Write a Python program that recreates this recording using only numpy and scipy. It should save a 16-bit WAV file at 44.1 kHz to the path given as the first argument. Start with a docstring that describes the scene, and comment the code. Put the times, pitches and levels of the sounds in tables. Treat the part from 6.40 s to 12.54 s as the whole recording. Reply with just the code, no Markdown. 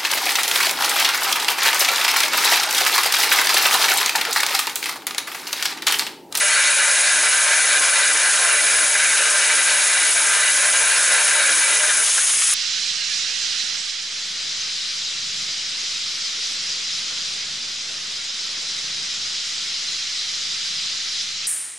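"""An angle grinder drives a diamond bit into a hard tile lying on concrete, in the open near a wall.
Grit scratches the tile into ringing (noise through resonators) as the tool is led round in small circles.
The bit rattles and squeals (noise-modulated lines); fan and gears hiss above (coloured noise).
Near the end the bit breaks through, grazes the hole and the tile falls silent; the freed tool hisses on."""
import sys
import numpy as np
from scipy import signal
from scipy.fft import rfft, irfft
from scipy.io import wavfile
from scipy.ndimage import uniform_filter1d

SR = 44100
rng = np.random.default_rng(int(sys.argv[2]) if len(sys.argv) > 2 else 0)


def wrap_up_sound(samples):
    """Save the sound to the file named by the first command line argument, as 16-bit audio."""
    columns = np.atleast_2d(samples).T
    # keep every value between -1 and 1, then stretch to whole-number steps
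    tamed = np.clip(columns, -1, 1)
    steps = np.round(tamed * 32767).astype(np.int16)
    wavfile.write(sys.argv[1], SR, steps)


def voltage_ratio(level):
    """Linear amplitude factor for a level in decibels (scalar or array-like)."""
    return 10 ** (np.asarray(level, float) / 20)


N = 270774
T_S = np.arange(N) / SR
SPINDLE_HZ = 154.6
BREAK_S = 5.625  # the bit breaks through


def rms_one(x):
    """Scale to rms 1."""
    return x / np.sqrt(np.mean(x ** 2) + 1e-20)


def in_time(rows):
    """Interpolate the columns of a table that starts with time [s], one value per sample."""
    s, *columns = np.transpose(rows)
    return [np.interp(T_S, s, c) for c in columns]


def coloured(x, points, scale=1):
    """Filter by a spectrum of (frequency [Hz], level [dB]) points, the dB multiplied by scale."""
    hz, level_db = np.transpose(points)
    grid_hz = np.maximum(np.arange(N // 2 + 1) * SR / N, 1)
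    gain_db = scale * np.interp(np.log(grid_hz), np.log(hz), level_db)
    return irfft(rfft(x) * voltage_ratio(gain_db), N)


def drift(corner_hz):
    """Slow random walk about 0 of spread 1: noise through two equal poles, drawn at SR / 40."""
    r = np.exp(-80 * np.pi * corner_hz / SR)
    slow = signal.lfilter([1], [1, -2 * r, r * r], rng.standard_normal(N // 40 + 2002))[2000:]
    return np.interp(np.arange(N) / 40, np.arange(len(slow)), rms_one(slow - slow.mean()))


def resonances(x, modes, waver_db, waver_hz):
    """Parallel resonators of alternating sign; each is fed more or less as the contact shifts."""
    out = np.zeros(N)
    for k, (hz, width_hz, level_db) in enumerate(modes):
        r = np.exp(-np.pi * width_hz / SR)
        b = np.array([1, 0, -1]) * (1 - r * r) / 2
        a = [1, -2 * r * np.cos(2 * np.pi * hz / SR), r * r]
        fed = x * voltage_ratio(level_db + waver_db * drift(waver_hz))
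        out += (-1) ** k * signal.lfilter(b, a, fed)
    return out


def swing(circles, once_db, once_lag, twice_db, twice_lag):
    """Level change [dB] once and twice a circle as the tool leans round it; lags in circles."""
    once = once_db * np.cos(2 * np.pi * (circles - once_lag))
    return once + twice_db * np.cos(4 * np.pi * (circles - twice_lag))


def let_go():
    """Break-through: share 0-1 of the load taken off, and the loss of contact [dB], abrupt then fading."""
    free_s, let_go_s, loose_db, fade_db_per_s = .12, .012, -14, -38
    since_s = np.maximum(T_S - BREAK_S, 0)
    loss_db = loose_db * (1 - np.exp(-since_s / let_go_s)) + fade_db_per_s * since_s
    return 1 - np.exp(-since_s / free_s), loss_db


def grit(turns, memory, memory_hz, once, twice):
    """Scratch force: dense grains whose slower part recurs after two turns, pulsing once and twice a turn."""
    pattern_s = .0131
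    force = rng.standard_normal(N) * voltage_ratio(2.0 * np.minimum(rng.exponential(1, N), 5))
    lag = round(pattern_s * SR)
    dull, state = np.exp(-2 * np.pi * memory_hz / SR), [0.]
    b = [np.clip(memory, 0, .9) * (1 - dull)]
    for i in range(lag, N, lag):
        back, state = signal.lfilter(b, [1, -dull], force[i - lag:i], zi=state)
        force[i:i + lag] += back[:N - i]
    return force * (1 + once * np.cos(2 * np.pi * turns) + twice * np.cos(4 * np.pi * turns))


def jolts():
    """Contact change [dB]: short bell-shaped swells and dips, early because the tile answers late."""
    # moments of changed contact: (time [s], level change [dB], mostly up)
    swells = [(.87, 6), (1.121, 2), (1.168, -4), (1.314, 1), (1.57, 3.5), (1.868, 2), (2.093, 2.5),
              (2.184, 4), (2.394, 0), (2.604, 2), (2.765, 2), (2.823, 3.5), (3.196, 6), (3.284, 1),
              (4.087, 4.5), (4.357, 4.5), (4.789, 1), (5.285, 3), (5.444, 4.5), (5.5, 5)]
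    # moments of changed contact: (time [s], level change taken off [dB], mostly down)
    dips = [(.267, 0), (.365, 4), (.768, -2), (1.403, 7), (1.735, 8), (1.779, 3), (1.958, 1), (2.904, 1),
            (3.243, 6), (3.743, 6), (3.914, -2), (4.133, 4), (4.318, 4), (4.607, 3), (4.837, 6.5)]
    swell_sigma_s, dip_sigma_s, ring_lag_s = .008, .009, .004
    t = T_S + ring_lag_s
    added = sum(db * np.exp(-.5 * ((t - s) / swell_sigma_s) ** 2) for s, db in swells)
    taken_off = sum(db * np.exp(-.5 * ((t - s) / dip_sigma_s) ** 2) for s, db in dips)
    return added - taken_off


def grazes():
    """Bell-shaped gains for ring and rattle as the freed bit grazes the rim of the hole."""
    # (time [s], ring drive [dB], rattle [dB])
    touches = [(5.685, -44, -38), (5.777, -20.5, -35), (5.892, -45, -36.5)]
    sigma_s = .011
    s, ring_db, rattle_db = np.transpose(touches)[:, :, None]
    bell = np.exp(-.5 * ((T_S - s) / sigma_s) ** 2)
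    return np.sum(voltage_ratio(ring_db) * bell, axis=0), np.sum(voltage_ratio(rattle_db) * bell, axis=0)


def chatter():
    """Grit loses its bite for an instant and finds it again: fast drift [dB], capped above."""
    depth_db, corner_hz, bite_s = .9, 36, .07
    fast = drift(corner_hz)
    fast = rms_one(fast - uniform_filter1d(fast, size=round(bite_s * SR)))
    return depth_db * np.minimum(fast, .8)


def ring(pressed, grazed, upper_db):
    """Tile modes driven by the scratch force, so the tile rings out after each swell of the force."""
    # pitches of the tile modes [Hz]
    mode_hz = [1300, 1365, 1450, 1530, 1605, 1675, 1790, 1991, 2190, 2290, 2350, 2415, 2600, 2750, 2890,
               3155, 3630, 3842, 4215, 4433, 4825]
    # the same modes: (width [Hz], relative level [dB])
    mode_shapes = [(44.7, -11.5), (35.8, -4.5), (69.4, -3), (69.4, 0.5), (49.7, 1.5), (46.6, -0.5),
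                   (131, -6), (46.5, -1), (109, -16.5), (59.6, -0.5), (59.7, -4), (60.6, -1), (358, -12),
                   (34, -5), (36, -7.5), (34.8, -9.5), (100, -13), (125, -8.5), (80, -17), (35.3, -9),
                   (45, -13.5)]
    graze_upper, dulling_db_per_s = .3, -.8  # share of a graze in the upper modes; the hole deepens
    modes = [(hz, *shape) for hz, shape in zip(mode_hz, mode_shapes)]
    lower = resonances(pressed + grazed, modes[:7], waver_db=.5, waver_hz=14)
    tilted = voltage_ratio(upper_db) * pressed + graze_upper * grazed
    # separate sums leave valleys beside the 2 kHz mode and between modes 16 and 17
    upper = sum(resonances(tilted, group, waver_db=1.16, waver_hz=9.7)
                for group in (modes[7:8], modes[8:16]))
    top = sum(resonances(tilted, [mode], waver_db=1.6, waver_hz=9.4) for mode in modes[16:18])
    dulled = voltage_ratio(dulling_db_per_s * (T_S - N / 2 / SR)) * tilted
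    highest = resonances(dulled, modes[18:], waver_db=1.8, waver_hz=10)
    return lower + upper + top + highest


def rattle(force):
    """Low modes of the tile, knocked by the bit; rms 1."""
    # (frequency [Hz], width [Hz], relative level [dB])
    slab = [(228, 8, -27), (294, 11.4, -21.5), (388, 19, -13), (416, 43, -12.5), (461, 21, -7),
            (542.6, 33, -4.5), (607.3, 31, -1.5), (677, 47, -6.5), (776, 39, -6.5), (827, 46, -11),
            (914, 27, -1.5), (986, 42, -7), (1060, 27, -1), (1122, 72, -9.5), (1237, 66, -0.5)]
    # separate sums leave a valley above the 914 Hz mode
    return rms_one(sum(resonances(force, group, waver_db=1.5, waver_hz=6.9)
                       for group in (slab[:11], slab[11:])))


def tile(turns, circles):
    """Scratch force sets off ring and rattle, each following the contact of the bit."""
    # pressure of the cut: (time [s], ring drive [dB], upper modes against lower [dB])
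    cut_course = [(0, -23, 0.5), (.5, -23, 1.5), (.62, -25, 1), (1.1, -22.5, -1), (1.7, -23, -1),
                  (2.5, -25, -0.5), (2.72, -23, 0.5), (2.8, -24, 2.5), (2.9, -24.5, -1), (3.4, -25, 2),
                  (3.75, -26, 0), (4.1, -24, -0.5), (4.3, -25.5, .5), (4.75, -23, -1), (5.16, -24, -0.5),
                  (5.195, -29, 1), (5.23, -25.5, 3), (5.3, -25.5, 1), (5.33, -26, 3.5), (5.55, -28.5, -3),
                  (5.62, -25, -1)]
    ring_ref_db, rattle_ref_db, rattle_follows = -24.5, -32.5, .51
    cut_db, upper_db = in_time(cut_course)
    loss_db, jolt_db = let_go()[1], jolts()
    graze_ring, graze_rattle = grazes()
    ring_db = cut_db + loss_db + swing(circles, .4, 0, .9, .12) + chatter() + jolt_db
    rattle_db = rattle_ref_db + rattle_follows * (cut_db - ring_ref_db) + .58 * loss_db
    rattle_db = rattle_db + .5 * jolt_db + swing(circles, 1.1, -.15, .4, .05)
    upper_db = upper_db + swing(circles, .3, .25, .2, .1)
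    force = rms_one(grit(turns, memory=.25, memory_hz=2200, once=.19, twice=.25))
    drive = voltage_ratio(19.5) * force
    ringing = ring(drive * voltage_ratio(ring_db), drive * graze_ring, upper_db)
    return ringing + (voltage_ratio(rattle_db) + graze_rattle) * rattle(force)


def squeal(circles):
    """A pair of modes of the bit, slipping and sticking: noise-modulated lines about 32 Hz wide."""
    # main line: (time [s], frequency [Hz])
    pitch_course = [(0, 9945), (1.7, 9945), (2.1, 9920), (3.8, 9895), (5.2, 9920), (5.7, 9895)]
    # main line: (time [s], level [dB])
    level_course = [(0, -28), (.9, -33), (1.3, -29.5), (1.9, -29), (2.3, -23.5), (2.6, -29), (3.6, -26.5),
                    (5.2, -25.5), (5.7, -25.5)]
    swing_hz, lag_circles, lower_db = 14, .43, -33.5
    hz, = in_time(pitch_course)
    level_db, = in_time(level_course)
    hz = hz + swing_hz * np.cos(2 * np.pi * (circles - lag_circles))
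    low_pass = signal.butter(1, 16, fs=SR, output="sos")
    real, imag = signal.sosfilt(low_pass, rng.standard_normal((2, 2, N)))
    phase = 2 * np.pi * np.cumsum([hz, hz - 115], axis=1) / SR
    main, lower = real * np.cos(phase) + imag * np.sin(phase)
    shallow = np.clip((2.1 - T_S) / .27, 0, 1)  # the lower line dies as the hole deepens
    cutting = np.clip((pitch_course[-1][0] - T_S) / .036, 0, 1)
    return voltage_ratio(level_db) * cutting * rms_one(main) + voltage_ratio(lower_db) * shallow * rms_one(lower)


def air_hiss():
    """Coloured noise whose bands flicker apart; unloaded, brighter on top and thinner below."""
    # (frequency [Hz], relative density [dB per Hz])
    spectrum = [(30, -36.5), (100, -35), (160, -34.5), (255, -29), (500, -23), (800, -18), (1050, -15),
                (1400, -10.5), (3300, -7), (4600, -9.5), (5150, -4.5), (5750, -7.5), (6300, -3), (6600, 1),
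                (7000, -3), (7500, -5), (9000, -2.5), (11500, -1.5)]
    free_top_db, free_low_db, dip_hz, dip_share = 1.5, -4, (620, 1150), .45
    free = let_go()[0]
    air = rms_one(coloured(rng.standard_normal(N), spectrum))
    edges_hz = [900, 3240, 5740, 8100, 10400]
    lows = [signal.sosfilt(signal.butter(2, hz, fs=SR, output="sos"), air) for hz in edges_hz]
    parts = np.diff([0 * air, *lows, air], axis=0)
    air = sum(part * voltage_ratio(.4 * drift(5.7) + 1.7 * drift(28)) for part in parts)
    air = air + (voltage_ratio(free_top_db * free) - 1) * parts[-1]
    air = air + (voltage_ratio(free_low_db * free) - 1) * parts[0]
    dip_band = signal.butter(1, dip_hz, "band", fs=SR, output="sos")
    return air - dip_share * free * signal.sosfilt(dip_band, air)


def gear_whistles():
    """Faint whistles of the gear case: noise through single narrow resonators."""
    # pitches of the whistles [Hz]
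    whistle_hz = [5350, 6030, 7780, 8180, 9740, 10520]
    # the same whistles: (width [Hz], level [dB])
    whistle_shapes = [(60, -40.5), (50, -37), (120, -39), (50, -38.5), (90, -35), (150, -30.5)]
    return sum(voltage_ratio(db) * rms_one(resonances(rng.standard_normal(N), [(hz, width_hz, 0)], 1.5, 5))
               for hz, (width_hz, db) in zip(whistle_hz, whistle_shapes))


def motor(turns, circles):
    """Fan and gear hiss throbbing twice a turn, louder once the load is gone, plus whistles."""
    loaded_db, free_rise_db = -14.5, 4
    level_db = loaded_db + free_rise_db * let_go()[0] + swing(circles, .3, -.3, .3, -.16)
    throb = 1 + .061 * np.cos(4 * np.pi * turns)
    return voltage_ratio(level_db) * air_hiss() * throb + gear_whistles()


def spindle_hum(turns, circles):
    """Unbalanced spindle heard through the bit: wavering sines at once and twice the turn rate."""
    once_ref_db, twice_ref_db = -65, -53.5
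    free_db, thinning_s = 3, .2  # swell while the last layer thins
    clear_s, clear_db_per_s = 5.64, -50  # hums on in the hole until the bit is clear of it
    once_db = once_ref_db + free_db * np.clip((T_S - BREAK_S) / thinning_s + 1, 0, 1)
    once_db = once_db + clear_db_per_s * np.maximum(T_S - clear_s, 0)
    once_db = once_db + swing(circles, 1.5, .53, 1, -.06) + 1.1 * drift(1.6)
    twice_db = twice_ref_db + 1.3 * let_go()[1] + swing(circles, 3.2, .47, 3.6, .29)
    twice_db = twice_db + 2.4 * drift(12) + 1.8 * drift(5)
    return voltage_ratio(once_db) * np.sin(2 * np.pi * turns) + voltage_ratio(twice_db) * np.sin(4 * np.pi * turns)


def flutter():
    """Lumpy low noise through two resonators that sets in at the break-through."""
    # (frequency [Hz], width [Hz], relative level [dB])
    lumps = [(236, 49, 1), (288, 50, -1.5)]
    level_db = -58.5
    noise = resonances(rng.standard_normal(N), lumps, waver_db=0, waver_hz=12)
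    return voltage_ratio(level_db) * let_go()[0] * rms_one(noise)


def yard(x):
    """Scattered reflections off ground and wall: decaying noise, whitened to have no colour of its own."""
    t60_s, wall_s = .45, .015  # decay, delay of the first reflection
    t = np.arange(round(.5 * SR)) / SR
    tail = rfft(rng.standard_normal(len(t)) * voltage_ratio(-60 * t / t60_s) * (t > wall_s))
    running = np.concatenate([x[len(t):0:-1], x])  # the tool is already running
    return signal.fftconvolve(running, irfft(tail / np.abs(tail), len(t)))[len(t):len(t) + N]


def scene():
    """All sources sit in the centre; reflections of opposite sign left and right widen them."""
    # the hands pass the same point of their circle: (time [s], circles done [count])
    circle_course = [(-.39, 0), (.6, 2), (1.57, 4), (2.54, 6), (3.49, 8), (4.48, 10), (5.45, 12),
                     (6.42, 14)]
    # (frequency [Hz], left-right difference against the centre [dB])
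    side_spectrum = [(30, -29), (80, -17), (170, -13.5), (300, -11.5), (700, -17), (950, -15),
                     (1250, -14.5), (1450, -21), (1750, -20), (2800, -16.5), (4100, -15), (5700, -16),
                     (6500, -19), (7400, -15.5), (9300, -14.5), (9900, -20), (11000, -18)]
    # (frequency [Hz], left over right [dB])
    balance = [(2000, 0), (5000, .8), (10300, .9), (11000, -.6)]
    turns = np.cumsum(SPINDLE_HZ * (1 + .0035 * drift(2.6))) / SR
    circles, = in_time(circle_course)
    centre = tile(turns, circles) + squeal(circles) + motor(turns, circles)
    centre = centre + spindle_hum(turns, circles) + flutter()
    side = coloured(yard(centre), side_spectrum)
    left = coloured(centre + side, balance, scale=.5)
    right = coloured(centre - side, balance, scale=-.5)
    return np.array([left, right])


def gain_control(x, hold_db, share, time_s):
    """Swells above the held level are partly pressed down, dips partly lifted."""
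    r = np.exp(-1 / (time_s * SR))
    power = signal.lfilter([1 - r], [1, -r], np.mean(x ** 2, axis=0), zi=[voltage_ratio(2 * hold_db)])[0]
    return x * voltage_ratio(-np.clip(share, 0, .9) * (10 * np.log10(power) - hold_db))


def roll_off(x):
    """The treble ends steeply here."""
    return signal.sosfilt(signal.butter(12, 12240, fs=SR, output="sos"), x)


def record(dry):
    """Fast gain control, then a very steep cut of the top."""
    held = gain_control(dry, hold_db=-13, share=.64, time_s=.0028)
    cut = signal.sosfilt(signal.ellip(14, .3, 75, 11010, fs=SR, output="sos"), held)
    return roll_off(cut)


dry = scene()
out = record(dry)
wrap_up_sound(out)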